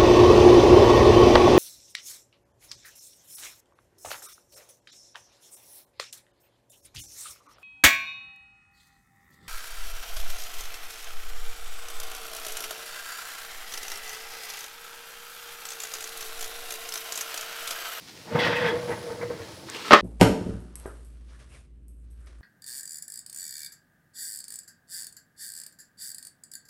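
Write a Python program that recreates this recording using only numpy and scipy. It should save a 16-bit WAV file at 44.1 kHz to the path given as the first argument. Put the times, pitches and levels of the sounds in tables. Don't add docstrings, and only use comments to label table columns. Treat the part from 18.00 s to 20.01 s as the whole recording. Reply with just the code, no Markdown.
import sys
import numpy as np
from scipy import signal
from scipy.fft import rfft, irfft, next_fast_len
from scipy.io import wavfile
from scipy.ndimage import map_coordinates

SR = 44100
rng = np.random.default_rng(int(sys.argv[2]) if len(sys.argv) > 2 else 0)


def to_wav(sig):
    pcm = np.clip(np.atleast_2d(sig), -1, 1) * 32767
    pcm = np.round(pcm).astype(np.int16)
    wavfile.write(sys.argv[1], SR, pcm.T)


def attenuation_scalar(level_db):
    decades = np.asarray(level_db, float) / 20
    return 10 ** decades


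N = 88640


def unit(x):
    return x / np.sqrt(np.mean(x ** 2) + 1e-20)


def along(points, hz):
    f, v = np.transpose(points)
    return np.interp(np.log(hz + 1), np.log(f + 1), v, left=v[0] - 30 * (v[0] < 0))


def curves(rows):
    s, *cols = np.transpose(rows)
    return [np.interp(np.arange(N) / SR, s, c, left=-120, right=-120) for c in cols]


def wobble(rate):
    knots = rng.standard_normal(int(N * rate / SR) + 4)
    return map_coordinates(knots, [np.arange(N) * rate / SR])


def filtered(x, response):
    m = next_fast_len(N + SR // 2)
    return irfft(rfft(x, m) * response(np.fft.rfftfreq(m, 1 / SR)), m)[..., :N]


def body(peaks):
    def response(f):
        total = 0
        for k, (c, w, db) in enumerate(peaks):
            total = total + (-1) ** k * attenuation_scalar(db) * 1j * f * w / (c * c - f * f + 1j * f * w)
        return total
    return response


def grit(spread_db, rate):
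    return unit(rng.standard_normal(N) * attenuation_scalar(spread_db * wobble(rate)))


def coloured(x, points):
    return unit(filtered(x, lambda hz: attenuation_scalar(along(points, hz))))


def swells(rows):
    t = np.arange(N) / SR
    return sum(attenuation_scalar(db) * np.exp(-.5 * ((t - s) / w) ** 2) for s, w, db in rows)


def casters():
    # start_s, level_db
    roll = [(0.0, -78.5), (0.236, -58.5), (0.36, -30.5), (0.56, -35.5), (0.574, -36), (0.644, -32.5),
            (0.88, -44), (0.908, -33.5), (0.962, -43.5), (1.136, -40.5), (1.186, -45.5), (1.214, -39),
            (1.288, -49), (1.306, -39), (1.342, -49.5), (1.64, -53.5)]
    level_db, = curves([*roll, (2.01, -62)])
    return rolling(level_db) + bumps(level_db) + jolts()


def rolling(level_db):
    # pitch_hz, level_db
    rumble = [(18, -53), (30, -47), (87, 0.5), (244, -11.5), (317, -2), (1380, -31.5), (1500, -29),
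              (1950, -59), (3300, -120)]
    # pitch_hz, width_hz, level_db
    base_modes = [(177, 123, -4), (314, 31, -15), (484, 56, -5.5), (629, 181, -6), (888, 36, 0),
                  (1010, 615, -11.5), (2140, 820, -20)]
    floor_gain = attenuation_scalar(0.64 * (level_db + 50.5) - 49 + 3.2 * wobble(14.26))
    floor = floor_gain * coloured(grit(2.6, 39.9), rumble)
    base_gain = attenuation_scalar(level_db + 2.0 + 1.73 * wobble(20.93))
    return floor + base_gain * unit(filtered(grit(2.34, 90.19), body(base_modes)))


def bumps(level_db):
    # start_s, peak_db, brightness_db, pitch_hz, contact_s
    joints = [(0.307, -34, -8, 453.7, 0.022), (0.345, -19.5, -9, 479, 0.009),
              (0.414, -23, -6, 487.8, 0.014), (0.494, -22.5, -2, 481.3, 0.015),
              (0.522, -27, 12, 471, 0.011), (0.547, -27, -10, 482.3, .015), (0.572, -28, 1, 480.4, 0.022),
              (0.611, -21, -4, 485.4, 0.019), (0.643, -22.5, 4, 484, 0.018), (0.683, -22, 0, 447, .018),
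              (.706, -26, -14, 480.3, .015), (0.724, -23, -29, 484, 0.021),
              (0.755, -28.5, -6, 483.6, 0.013), (0.79, -33, -21, 478.8, 0.0092),
              (0.823, -33.5, -20, 485.9, .015), (0.853, -32, -16, 484, .012), (0.881, -37.5, -29, 484, .01),
              (0.893, -23.5, -10, 484, 0.008), (0.903, -27, -2, 478.5, 0.015),
              (1.006, -38, -3, 486.3, 0.012), (1.033, -35, -13, 481.2, .02), (1.07, -31, -27, 472, .018),
              (1.107, -26.5, -28, 466, 0.015), (1.143, -32.5, -20, 484, .012), (1.179, -36, -22, 484, .012),
              (1.209, -29.5, -3, 460.4, 0.0068), (1.226, -25, -10, 484, 0.011),
              (1.249, -34, -12, 486, 0.014), (1.3, -25, -17, 469, 0.0096), (1.332, -39, 2.5, 452.3, .01),
              (1.392, -32, -9, 470.6, 0.0095), (1.414, -34.5, -0.5, 465, 0.017)]
    # pitch_hz, width_hz, level_db
    hub = [(930, 190, 2.5), (1710, 280, 4.5), (2090, 280, 4.5), (3270, 1400, -14.5)]
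    hum_db, swell_db, ring_t60_s = -3, -1.5, .066
    swell = attenuation_scalar(level_db + hum_db + 1.4 * wobble(45.3))
    swell[round(1.47 * SR):] *= .2
    rattle, t = np.zeros(N), np.arange(SR // 8) / SR
    for s, db, bright_db, _, hold_s in joints:
        now = slice(round(s * SR), round(s * SR) + len(t))
        contact = attenuation_scalar(-60 * np.maximum(t - hold_s, 0) / ring_t60_s) * (1 - np.exp(-t / 0.0022))
        swell[now] = np.hypot(swell[now], attenuation_scalar(db + swell_db) * contact)
        rattle[now] += attenuation_scalar(db + bright_db + 2.0 - 60 * t / 0.15) * rng.standard_normal(len(t))
    hz = np.interp(np.arange(N) / SR - .012, *np.transpose(joints)[[0, 3]]) + 9 * wobble(70)
    hum = swell * np.sin(2 * np.pi * np.cumsum(hz) / SR)
    return hum + filtered(rattle, body(hub))


def jolts():
    # start_s, level_db, pitch_hz, t60_s
    jolt_rows = [(.326, -30, 110, .08), (0.348, -15.5, 146, 0.077), (0.35, -9, 232, 0.019),
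                 (0.375, -28, 130, .06), (0.382, -15, 210, 0.032), (0.479, -29, 111, .09),
                 (0.611, -27, 110, 0.099), (.64, -22, 165, 0.095), (.69, -41, 101, 0.071),
                 (0.771, -28.5, 114, 0.11), (0.836, -27, 111, 0.081), (.915, -28, 107, 0.14),
                 (.995, -35, 135, .08), (1.1, -30, 104.9, 0.097), (1.14, -29, 115, 0.054),
                 (1.24, -30, 112, 0.16), (1.299, -26, 113, 0.065), (1.4, -29.5, 94.8, 0.13),
                 (1.53, -35, 90, 0.14)]
    thuds, t = np.zeros(N), np.arange(SR // 8) / SR
    for s, db, hz, t60 in jolt_rows:
        decay = attenuation_scalar(db - 60 * t / t60) * (1 - np.exp(-t / 0.0033))
        thuds[round(s * SR):][:len(t)] -= decay * np.sin(2 * np.pi * hz * t)
    return thuds


def scrape():
    # start_s, level_db, brightness_db
    drag = [
        (.3, -47, 1),
        (.35, -40.5, 7),
        (.389, -30, -7),
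        (.395, -24.5, 3.5),
        (.47, -25.5, 2.5),
        (.54, -33, 1),
        (.68, -26, -5),
        (.74, -47, 8),
        (.9, -49, 3),
    ]
    # pitch_hz, width_hz, level_db
    fork = [(1473, 230, -4), (1880, 260, -1), (2600, 240, -6), (2990, 120, -9.5), (3350, 230, -7.5),
            (4950, 380, -20)]
    level_db, bright_db = curves(drag)
    ring = unit(filtered(grit(2.0, 350), body(fork)))
    edge_points = [(900, 5.5), (2000, 2.5), (4000, 0.5), (6000, -7.0), (8000, -34), (16000, -51)]
    edge = coloured(grit(1, 500), edge_points)
    return attenuation_scalar(level_db + 0.72 * wobble(36.0)) * (attenuation_scalar(-5.5) * ring + attenuation_scalar(bright_db - 8.5) * edge)


def glints():
    # start_s, length_s, level_db, pitch_hz
    songs = [(0.356, 0.036, -35, 945), (0.389, 0.019, -34.5, 2030), (0.387, 0.025, -35.5, 3380),
             (0.436, .025, -35.5, 3000), (0.423, 0.085, -36, 1460), (0.459, 0.021, -35, 1740),
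             (0.496, 0.036, -44, 3230), (.553, 0.023, -33, 2600), (0.554, .08, -37.5, 1900),
             (0.569, 0.034, -46, 2500), (0.651, 0.019, -38.5, 2480), (0.67, 0.025, -34.5, 1704),
             (0.659, 0.052, -43.5, 3320), (.42, .3, -41, 905), (0.907, 0.028, -38.5, 1940),
             (0.913, 0.026, -41.5, 1610), (0.908, 0.036, -37.5, 886), (1.211, .012, -44, 2080),
             (1.322, 0.022, -51, 1299), (1.746, 0.021, -42.5, 2900), (1.851, .04, -42.5, 1290),
             (1.9305, .006, -13, 1880)]
    q, fade_s = 23, .008
    out, t = np.zeros(N), np.arange(N) / SR
    for s, w, db, hz in songs:
        start = (t > s) * (1 - np.exp(-np.abs(t - s) / 0.0014))
        held = start * np.exp(-np.maximum(t - s - w, 0) / fade_s)
        song = held * filtered(rng.standard_normal(N), body([(hz, hz / q, 0)]))
        out += attenuation_scalar(db) * song * np.linalg.norm(held) / np.linalg.norm(song)
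    return out


def knock():
    # start_s, strength_db, brightness_db, low_modes_db
    blows = [
        (1.9083, 1.5, -8, 5),
        (1.9139, -3, -3.5, -7),
        (1.921, -0.5, -1.5, 1),
        (1.9305, 1, -0.6, 2.5),
        (1.9337, -2.5, 6.5, -10),
        (1.936, -5.5, -9, 5),
        (1.9443, -8.5, -1, 0),
        (1.948, -9.5, -0.5, 5),
        (1.956, -15, -3, 5),
    ]
    # pitch_hz, level_db, t60_s
    box = [(245, -6.5, 0.053), (304.5, -1, 0.049), (356, -3, 0.034), (484, -3, 0.036), (584, 1, 0.055),
           (659, -2, 0.046), (791, -3.5, 0.043), (1100, -3, 0.048), (1197, -21, 0.03), (1350, -2, 0.028),
           (1570, -16, 0.021), (1880, -2, 0.031), (2100, -2, 0.033), (2800, -4, 0.03)]
    # pitch_hz, level_db
    walls = [(120, -48), (230, -1), (560, -5.5), (714, -10.5), (1230, 0), (1510, -5), (5000, -21),
             (15000, -63)]
    slap_s, slap_hz, slap_hold_s, slap_db = 1.9352, 1215, .005, 2
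    box_cut_hz = 98
    ring, snaps, t = np.zeros(N + SR), np.zeros(N + SR), np.arange(SR // 5) / SR
    for s, db, bright_db, low_db in blows:
        now = slice(round(s * SR), round(s * SR) + len(t))
        modes = np.zeros(len(t))
        for hz, level, t60 in box:
            v = rng.standard_normal()
            mode_db = level + low_db * (hz < 700) + 2.5 * v
            tone = np.sin(2 * np.pi * hz * (1 + 0.0085 * v) * t)
            modes += attenuation_scalar(mode_db - 60 * t / min(t60, .09)) * tone
        ring[now] += attenuation_scalar(db - 13) * modes * (1 - np.exp(-t / 0.0014)) ** 2
        crack = attenuation_scalar(-60 * t / 0.022) + 0.27 * attenuation_scalar(-60 * t / 0.17)
        snaps[now] += attenuation_scalar(db + bright_db) * crack * rng.standard_normal(len(t))
    slap = attenuation_scalar(slap_db - 60 * np.maximum(t - slap_hold_s, 0) / .008) * np.sin(2 * np.pi * slap_hz * t)
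    ring[round(slap_s * SR):][:len(t)] += slap
    thin = filtered(ring[:N], lambda f: (1j * f / (box_cut_hz + 1j * f)) ** 2)
    return thin + attenuation_scalar(9.5) * filtered(snaps[:N], lambda hz: attenuation_scalar(along(walls, hz)))


def lid():
    # start_s, level_db
    slide = [
        (1.66, -70),
        (1.667, -57),
        (1.686, -44),
        (1.742, -41),
        (1.752, -36),
        (1.784, -41.5),
        (1.9, -35.5),
    ]
    # pitch_hz, level_db
    card = [(120, -31), (200, -4), (494, -1.5), (540, -18), (963, -3.5), (1050, -5.5), (4160, -7.5),
            (15000, -32.5)]
    # start_s, level_db, t60_s, colour_hz
    catches = [
        (1.685, -35.5, 0.053, 1270),
        (1.746, -37, 0.043, 2600),
        (1.75, -30.5, 0.048, 397),
        (1.848, -35, 0.097, 1340),
    ]
    s, db = np.transpose(slide)
    stroke_s, stroke_db = [*s, s[-1] + .02, s[-1] + .04], [*db, db[-1], -90]
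    sliding_db = np.interp(np.arange(N) / SR, stroke_s, stroke_db, left=-90)
    out, t = attenuation_scalar(sliding_db) * coloured(grit(2.0, 230), card), np.arange(SR // 10) / SR
    for at, db, t60, hz in catches:
        band = signal.butter(2, [.7 * hz, 1.4 * hz], "bandpass", fs=SR, output="sos")
        burst = unit(signal.sosfilt(band, rng.standard_normal(len(t))))
        out[round(at * SR):][:len(t)] += burst * attenuation_scalar(db - 60 * t / t60)
    return out


def ticks():
    # middle_s, peak_db, pitch_hz, length_ms
    tick_rows = [
        (1.7, -23, 6200, .12),
        (1.7, -29, 8200, .25),
        (1.7, -40, 15300, .3),
        (1.625, -48, 7800, .3),
    ]
    out, t = np.zeros(N), np.arange(N) / SR
    for s, db, hz, ms in tick_rows:
        bell = np.exp(-.5 * (1000 * (t - s) / ms) ** 2)
        out += attenuation_scalar(db) * bell * np.cos(2 * np.pi * hz * (t - s))
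    return out


def cloth():
    # middle_s, length_s, level_db
    rustles = [
        (.09, 0.013, -52),
        (.2, 0.19, -54.5),
        (.9, 0.27, -48.5),
        (1.05, 0.0073, -54),
        (1.25, 0.039, -60),
        (1.5, 0.095, -50.5),
    ]
    # pitch_hz, level_db
    fabric = [(700, -2), (1800, -1), (4200, -1), (6000, -4.5), (9000, -14.5), (15000, -21)]
    return swells(rustles) * coloured(grit(2.6, 300), fabric)


def bearing():
    # middle_s, length_s, level_db
    squeaks = [
        (.93, 0.19, -57),
        (1.35, 0.069, -69),
        (1.56, 0.078, -60.5),
    ]
    peak = body([(10000, 1800, 0)])
    return swells(squeaks) * unit(filtered(grit(1.5, 60), lambda f: peak(f) ** 2))


def room(x):
    # pitch_hz, t60_s
    decay = [(150, 0.24), (1000, 0.16), (4000, 0.41), (10000, 0.16)]
    hz, t, z = signal.stft(rng.standard_normal(SR // 2), SR, nperseg=256)
    t60 = np.interp(hz, *np.transpose(decay))[:, None]
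    tail = signal.istft(z * attenuation_scalar(-60 * t / t60), SR, nperseg=256)[1]
    return signal.fftconvolve(np.pad(x, (200, 0)), tail / np.linalg.norm(tail))[:N]


def room_air():
    # pitch_hz, level_db
    air = [(15, -39), (25, 0), (144, 5.5), (1700, -11), (1900, -3.5), (2480, -7.5), (5280, -1.5),
           (6200, -7.5), (15500, -18)]
    return attenuation_scalar(-52 + 1.4 * wobble(4.43)) * coloured(rng.standard_normal(N), air)


def scene():
    near = casters() + scrape() + glints() + knock() + lid() + cloth() + bearing()
    room_db = -8.5
    return (near + attenuation_scalar(room_db) * room(near) + ticks() + room_air())[None]


def roll_off(x):
    return signal.sosfilt(signal.butter(12, 15620, fs=SR, output="sos"), x)


def record(dry):
    low_cut_hz = 53
    x = filtered(dry, lambda f: (1j * f / (low_cut_hz + 1j * f)) ** 2)
    mix = np.clip(x, -1, 1)
    return roll_off(mix)


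dry = scene()
out = record(dry)
to_wav(out)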